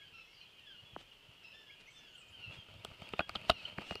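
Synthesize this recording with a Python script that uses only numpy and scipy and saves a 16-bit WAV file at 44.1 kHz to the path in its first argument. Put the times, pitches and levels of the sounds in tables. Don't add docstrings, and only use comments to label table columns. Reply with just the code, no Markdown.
import sys
import numpy as np
from scipy import signal
from scipy.fft import rfft, irfft
from scipy.io import wavfile
from scipy.ndimage import uniform_filter1d

SR = 44100
rng = np.random.default_rng(int(sys.argv[2]) if len(sys.argv) > 2 else 0)


def wav_record(signal):
    frames = np.transpose(np.atleast_2d(signal))
    bounded = np.clip(frames, -1, 1)
    quanta = np.round(bounded * 32767).astype(np.int16)
    wavfile.write(sys.argv[1], SR, quanta)


N = 176400
TIME = np.arange(N) / SR


def amp(db):
    return 10 ** (np.asarray(db) / 20)


def unit(x):
    return x / (x.std() + 1e-12)


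def colour(x, points):
    hz, db = np.array(points).T
    size = 2 * len(x)
    f = np.maximum(np.fft.rfftfreq(size, 1 / SR), 1)
    log_gain = np.log(amp(np.interp(np.log(f), np.log(hz), db)))
    cepstrum = irfft(log_gain)
    cepstrum[1:size // 2] *= 2
    cepstrum[size // 2 + 1:] = 0
    return irfft(rfft(x, size) * np.exp(rfft(cepstrum)))[:len(x)]


def walk(rate, size):
    step = max(int(SR / rate), 1)
    targets = rng.standard_normal(4096)
    path = np.interp(np.arange(size) / step, np.arange(4096), targets)
    return uniform_filter1d(path, step // 2 + 1)


def add(out, start_s, x):
    i = int(round(start_s * SR))
    x, i = x[max(-i, 0):], max(i, 0)
    out[i:i + len(x)] += x[:max(N - i, 0)]


def fade(t, t60_s):
    return np.exp(-np.log(1000) * t / t60_s)


def echoes(x, t60_s, wet_db):
    tail = rng.standard_normal(SR) * fade(TIME[:SR], t60_s)
    return x + amp(wet_db) * signal.fftconvolve(x, tail / np.linalg.norm(tail))[:N]


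def swells(table):
    power = sum(amp(2 * db) * np.exp(-(2 * (TIME - centre) / length) ** 2)
                for centre, length, db in table)
    return np.sqrt(power)


def grains(rate):
    hit = rng.random(N) < rate / SR
    strength_db = 2.5 * np.minimum(rng.exponential(size=N), 4)
    return hit * rng.choice([-1, 1], N) * amp(strength_db)


CHIRP_WAVER = 0.01926
RASP, TWITTER_RASP = 0.0072, .06
CALL_EDGE_S, CHIRP_EDGE_S = 0.025, 0.0067


def note(length, start_hz, end_hz, arch_hz, waver, rasp, edge_s):
    u = np.linspace(0, 1, max(int(length * SR), 64))
    hz = start_hz + (end_hz - start_hz) * u + arch_hz * np.sin(np.pi * u)
    hz = hz * (1 + waver * walk(167.3, len(u)) + rasp * walk(1400, len(u)))
    edge = np.clip(np.minimum(u, 1 - u) * length / edge_s, 0, 1)
    flutter = amp(3.5 * walk(62.7, len(u)))
    return 2 * np.pi * np.cumsum(hz) / SR, np.sin(np.pi / 2 * edge) ** 2 * flutter


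def whistles(table, rasp):
    out = np.zeros(N)
    for start_s, length, start_hz, end_hz, db in table:
        phase, env = note(length, start_hz, end_hz, 0, CHIRP_WAVER, rasp, CHIRP_EDGE_S)
        add(out, start_s, amp(db) * env * np.sin(phase))
    return out


# pitch_hz [Hz], relative level_db [dB per Hz]
AIR_COLOUR = [(15, -80), (25, 1), (54, -6), (139, -3), (264, -12.5), (404, -7.5), (673, -14), (1810, -12.5),
              (2430, -13), (2930, -2), (3730, -15.5), (4380, -15), (5880, -22.5), (9520, -28.5),
              (15000, -30.5)]


def air():
    return amp(-65.5) * unit(colour(rng.standard_normal(N), AIR_COLOUR))


WOOD_T60_S = .42
COLONY_PER_S, COLONY_DB = 68, -65
COLONY_HZ, COLONY_SPREAD_HZ, COLONY_GLIDE_HZ = 2941, 230, 345.7


def colony():
    out = np.zeros(N)
    count = int(COLONY_PER_S * N / SR)
    for k, (pitch, glide, lateness) in enumerate(rng.standard_normal((count, 3))):
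        hz = COLONY_HZ + COLONY_SPREAD_HZ * pitch
        half_glide = COLONY_GLIDE_HZ * glide / 2
        phase, env = note(.09, hz + half_glide, hz - half_glide, 0, CHIRP_WAVER, RASP, CALL_EDGE_S)
        add(out, (k + lateness) / COLONY_PER_S - .06, env * np.sin(phase))
    blur = unit(echoes(out, WOOD_T60_S, 4.8))
    return amp(COLONY_DB + 1.3 * walk(6.9, N)) * blur


# start_s [s], length_s [s], start_hz [Hz], end_hz [Hz], arch_hz [Hz],
# second_db [dB, second harmonic], then first_db, third_db, fourth_db [dB relative to the second]
CALLS = [(-.04, 0.099, 1642, 1650, 17.5, -59, -5.5, -27, -32),
         (.03, 0.085, 1584, 1506, 5, -61, -11, -12, -29),
         (.125, 0.14, 1367, 1290, -1.5, -57, -11.5, -14, -16.5),
         (0.239, .13, 1420, 1313, 1, -75, -21, -5, 0.5), (.32, 0.11, 1525, 1444, 92.5, -77, -18, 10, -10),
         (0.361, 0.094, 1480, 1367, -7.5, -70, -26, 3.5, -9), (.585, .1, 1900, 1680, 18, -75, 5, -26, -21),
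         (.655, 0.12, 1778, 1386, -4.5, -57.5, -8, -19, -33),
         (.75, 0.069, 1440, 1453, -10.5, -53, -37, -17, -33),
         (.84, .12, 1667, 1527, 90, -61, -36, -35, -35),
         (.94, 0.12, 1547, 1490, -3.5, -62.5, -20, -24, -25),
         (1.42, 0.128, 1320, 1287, 1, -61, -18, -9, -8.5), (1.52, .14, 1710, 1700, 61.5, -66, 2.5, -6, -21),
         (1.65, .11, 1707, 1611, 9.5, -60, -6, -14, -25),
         (1.92, 0.18, 1776, 1633, 28.5, -63, -10, -13, -25), (2.04, 0.15, 1528, 1458, 11, -72, -3, -7, -23),
         (2.12, 0.13, 1552, 1200, 12.5, -65, -4, -19, -22),
         (2.32, 0.17, 1619, 1378, -18, -56.5, -16.5, -19, -31),
         (2.40, 0.13, 1410, 1364, -30.5, -52.5, -40, -20, -27),
         (2.50, 0.097, 1628, 1674, 43.5, -57.5, -26, -27, -34),
         (2.55, .1, 1650, 1568, 2, -54.5, -34, -24, -29), (3.0, 0.079, 1480, 1683, 30, -58, -19, -17, -24),
         (3.11, 0.11, 1750, 1720, 72, -64, -6, -26, -30),
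         (3.199, .09, 1656, 1630, 5.5, -55.5, -11, -36, -41),
         (3.52, 0.12, 1480, 1182, 9.5, -53, -18, -9, -19.5),
         (3.56, 0.14, 1553, 1377, 1.5, -56.5, -10.5, -6.5, -24),
         (3.70, 0.064, 1650, 1493, 17, -58.5, -18, -28, -33),
         (3.79, 0.1, 1380, 1335, -8.5, -57, -15, -15, -15),
         (3.87, 0.13, 1422, 1403, 11.5, -52.5, -24, -14, -21)]
HOARSE_RAD, HOARSE_PER_S = 1.02, 760


def calls():
    out = np.zeros(N)
    for start_s, length, start_hz, end_hz, arch_hz, second_db, first_db, third_db, fourth_db in CALLS:
        phase, env = note(length, start_hz, end_hz, arch_hz, .011, RASP, CALL_EDGE_S)
        voice = amp(first_db) * np.sin(phase) + np.sin(2 * phase)
        for harmonic, db in ((3, third_db), (4, fourth_db)):
            wander = HOARSE_RAD * walk(HOARSE_PER_S, len(env))
            voice = voice + amp(db) * np.sin(harmonic * phase + wander)
        add(out, start_s, amp(second_db) * env * voice)
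    return out


# time_s [s], level_db [dB]
CRUNCH_LEVEL = [(0, -71.5), (.7, -72), (.9, -69), (1.2, -70), (2.25, -70), (2.5, -58.5), (2.65, -63.5),
                (2.95, -60), (3.06, -58), (3.25, -63), (3.42, -55), (3.6, -60), (3.68, -53.5), (3.76, -62),
                (3.81, -47.5), (3.86, -69), (3.92, -71.5), (4, -55)]
# pitch_hz [Hz], relative level_db [dB]
CRUNCH_COLOUR = [(60, -8.5), (180, 5.5), (380, -2.5), (620, 4.5), (800, -2.5), (950, 3), (1080, -8),
                 (1300, 2), (1700, -8.5), (2800, 8), (3700, -16), (4400, -8.5), (5500, -24), (8500, -25.5),
                 (16000, -36)]
# pitch_hz [Hz], relative level_db [dB]
CRACKLE_COLOUR = [(1000, -60), (3000, 13), (4300, 11), (5800, -8), (8500, -10.5), (12000, -17.5),
                  (16000, -15)]
GRAINS_PER_S, CRACKLE_PER_S = 2500, 340
CRACKLE_DB = -11


def crunch():
    mass = unit(colour(grains(GRAINS_PER_S), CRUNCH_COLOUR))
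    edges = unit(colour(echoes(grains(CRACKLE_PER_S), 0.018, 0), CRACKLE_COLOUR))
    level_db = np.interp(TIME, *np.array(CRUNCH_LEVEL).T) + 2 * walk(45, N)
    return (mass + amp(CRACKLE_DB) * edges) * amp(level_db)


# start_s [s], length_s [s], start_hz [Hz], end_hz [Hz], level_db [dB]
CHIRP_NOTES = [(.01, 0.031, 2050, 2470, -60.5), (.18, 0.041, 2100, 2500, -63), (.41, 0.01, 2900, 3050, -49),
               (.589, 0.012, 2900, 2950, -54), (1.111, 0.017, 2900, 2860, -51.5),
               (1.441, 0.022, 2630, 2780, -52), (1.48, 0.06, 2640, 2760, -59),
               (1.692, 0.025, 2020, 2440, -58), (1.87, 0.037, 2050, 2330, -59),
               (2.15, 0.011, 2900, 3160, -51), (2.325, 0.011, 2900, 3070, -46),
               (3.65, 0.01, 2913, 3070, -31.5)]


def chirps():
    return whistles(CHIRP_NOTES, RASP)


# centre_s [s], length_s [s], level_db [dB]
SOIL_THUDS = [(.065, 0.031, -72), (.14, 0.022, -68.5), (.84, 0.017, -60), (.945, .03, -55.5),
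              (1.295, 0.019, -59.5), (2.31, 0.027, -64), (2.39, 0.038, -63.5), (2.483, 0.029, -50.5),
              (2.585, 0.019, -52), (2.76, 0.069, -56.5), (2.89, 0.051, -59), (3.02, 0.067, -64),
              (3.13, 0.018, -54), (3.36, 0.15, -62), (3.525, 0.057, -54.5), (3.65, 0.014, -55),
              (3.735, 0.017, -55.5), (3.96, 0.014, -48)]
# pitch_hz [Hz], relative level_db [dB]
SOIL_COLOUR = [(20, -51), (45, -4.5), (95, 12.5), (160, 1.5), (260, -16.5), (500, -43), (1500, -98)]


def thuds():
    return unit(colour(rng.standard_normal(N), SOIL_COLOUR)) * swells(SOIL_THUDS)


def ring(modes, t):
    y = np.zeros(len(t))
    for k, (hz, db, t60_s) in enumerate(modes):
        pitch_luck, level_luck = rng.standard_normal(2)
        angle = 2 * np.pi * hz * (1 + .012 * pitch_luck) * t + np.pi * k / 2
        y += amp(db + 4.03 * level_luck) * fade(t, t60_s) * np.sin(angle)
    y = y * (1 - np.exp(-2 * t * modes[-1][0]))
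    return y / abs(y).max()


# start_s [s], body_db, crack_db, tick_db, thump_db [dB: woody body, crack, bright
TWIG_SNAPS = [(0.596, -70, -60, -55.5, -62, 0.89),  (2.685, -49, -59, -63, -57, 1.1),
              (2.740, -53, -55, -56, -65, 1.3), (2.8483, -34, -32.5, -39, -50, 1.07),
              (2.913, -48, -65, -63, -46.5, 1), (3.0196, -42.5, -42, -55, -44.5, 0.84),
              (3.031, -66, -60, -61, -77, 1.9), (3.090, -64, -45.5, -48, -66, 0.86),
              (3.136, -28.5, -30.5, -57, -40, 0.99), (3.1932, -20.5, -21, -57, -33, 0.93),
              (3.2046, -24.5, -38, -49, -42.5, 1), (3.2081, -32.5, -37, -58, -56, 0.97),
              (3.2937, -33.5, -34, -35.5, -47, 0.86), (3.353, -31, -38, -62, -66, 1.38),
              (3.3568, -35.5, -26.5, -62, -43, 1.07), (3.3605, -39, -42, -66, -41, 0.87),
              (3.367, -59, -42, -54, -62, 1.1), (3.415, -50, -43, -53, -53, 0.94),
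              (3.4969, -14.5, -18.5, -28, -26.5, 0.99), (3.4998, -16.5, -16, -27.5, -36, 1.22),
              (3.5013, -24.5, -26.5, -27, -54, 1.06), (3.511, -39, -30, -52, -50, 0.97),
              (3.514, -47, -37, -56, -44, 1.1), (3.518, -42, -34, -59, -48, 0.94),
              (3.782, -47, -38.5, -47.5, -35.5, 0.79), (3.819, -40.5, -42, -51, -58, 0.92),
              (3.91, -40, -33, -46, -36, 0.91), (3.9215, -38.5, -47, -47, -51, 0.67),
              (3.9547, -34.5, -35, -35, -54, 0.95)]
# pitch_hz [Hz], relative level_db [dB], t60_s [s to fall 60 dB]
BODY_TONES = [(427, -5, 0.017), (660, 1, 0.013), (986, -2.5, 0.0093), (1237, 1, 0.015), (1448, -8.5, 0.024),
              (2070, -17.5, 0.0098)]
# pitch_hz [Hz], relative level_db [dB], t60_s [s]
CRACK_TONES = [(2726, 0, 0.012), (3113, -8, 0.018), (3128, 0, 0.013), (4100, -5, 0.0049),
               (4435, -16, 0.012), (4950, -43, 0.0035)]
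# pitch_hz [Hz], relative level_db [dB], t60_s [s]
THUMP_TONES = [(61, -1.5, 0.053), (111, -13, 0.024), (169.4, 9, 0.023), (298, -3.5, 0.035)]
# pitch_hz [Hz], relative level_db [dB]
TICK_COLOUR = [(2500, -27), (4500, 18.5), (6000, -1), (8500, 2.5), (11000, -7.5), (14500, -6), (20000, -42)]
# pitch_hz [Hz], relative level_db [dB]
SWISH_COLOUR = [(300, -4), (1300, -8.5), (1800, -7), (3000, -0.5), (4500, -11), (6000, -17.5),
                (8500, -21.5), (12000, -36), (16000, -31)]
STRAIN_S, STRAIN_DB = 0.009, -19
POP_S, POP_DB = 0.00015, -17.5


def twigs():
    out, t = np.zeros(N), TIME[:SR // 8]
    pop = np.exp(-t / POP_S) * (1 - t / POP_S / 2) * (1 - np.exp(-10 * t / POP_S))
    for start_s, body_db, crack_db, tick_db, thump_db, crack_ratio in TWIG_SNAPS:
        strain = colour(rng.standard_normal(len(t)) * np.exp(-t[::-1] / STRAIN_S), SWISH_COLOUR)
        add(out, start_s - t[-1], amp(crack_db + STRAIN_DB) * strain / abs(strain).max())
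        tick = colour(rng.standard_normal(len(t)) * fade(t, 0.0042), TICK_COLOUR)
        snap = amp(tick_db) * tick / abs(tick).max()
        snap -= amp(body_db) * (ring(BODY_TONES, t) + amp(POP_DB) * pop / pop.max())
        snap -= amp(crack_db) * ring(CRACK_TONES, t * crack_ratio)
        snap -= amp(thump_db) * ring(THUMP_TONES, t)
        add(out, start_s, snap)
    return echoes(out, 0.081, -16.5)


# [dB, low tail relative to the knock]
STICK_KNOCKS = [(0.9633, -30, 1740, 0.0019, -14.5), (3.785, -27, 2746, 0.00083, -9.5),
                (3.9086, -34, 2800, 0.0005, -0.5)]
KNOCK_END_HZ, KNOCK_SAG_S, KNOCK_TAIL_S = 69, 0.000698, 0.0091


def knocks():
    out, t = np.zeros(N), TIME[:SR // 8]
    for start_s, db, drop_hz, decay, tail_db in STICK_KNOCKS:
        pitch = KNOCK_END_HZ + drop_hz / (1 + t / KNOCK_SAG_S)
        hit = np.exp(-t / decay)
        tail = amp(tail_db) * np.exp(-t / KNOCK_TAIL_S) * (1 - hit)
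        sweep = (hit + tail) * np.sin(2 * np.pi * np.cumsum(pitch) / SR)
        blunt = signal.butter(5, 1.1 * drop_hz, fs=SR, output="sos")
        add(out, start_s, -amp(db) * signal.sosfilt(blunt, sweep))
    return out


# centre_s [s], length_s [s], level_db [dB]
LEAF_SWISHES = [(1.008, 0.032, -58), (1.133, 0.0059, -62), (1.811, 0.013, -57.5), (2.545, 0.041, -57.5),
                (3.07, 0.17, -67), (3.63, 0.09, -61.5), (3.895, 0.077, -54.5), (3.935, 0.018, -54)]


def swishes():
    return unit(colour(grains(GRAINS_PER_S), SWISH_COLOUR)) * swells(LEAF_SWISHES)


# start_s [s], length_s [s], start_hz [Hz], end_hz [Hz], level_db [dB]
TWITTER_NOTES = [(1.86, 0.16, 5970, 6100, -75), (1.90, 0.07, 7440, 8160, -75),
                 (2.08, 0.085, 6720, 6600, -78), (2.135, 0.028, 6700, 7500, -72),
                 (2.145, .06, 10500, 8940, -75), (2.17, .055, 8350, 7600, -68.5),
                 (2.28, 0.026, 6850, 7400, -73), (2.295, 0.04, 11400, 9700, -78)]


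def twitters():
    return whistles(TWITTER_NOTES, TWITTER_RASP)


def scene():
    birds = echoes(calls() + chirps() + twitters(), WOOD_T60_S, -5.5)
    digging = crunch() + thuds() + twigs() + knocks() + swishes()
    return (air() + colony() + birds + digging)[None]


def record(dry):
    return signal.sosfilt(signal.ellip(10, .2, 70, 15400, fs=SR, output="sos"), dry)


dry = scene()
out = record(dry)
wav_record(out)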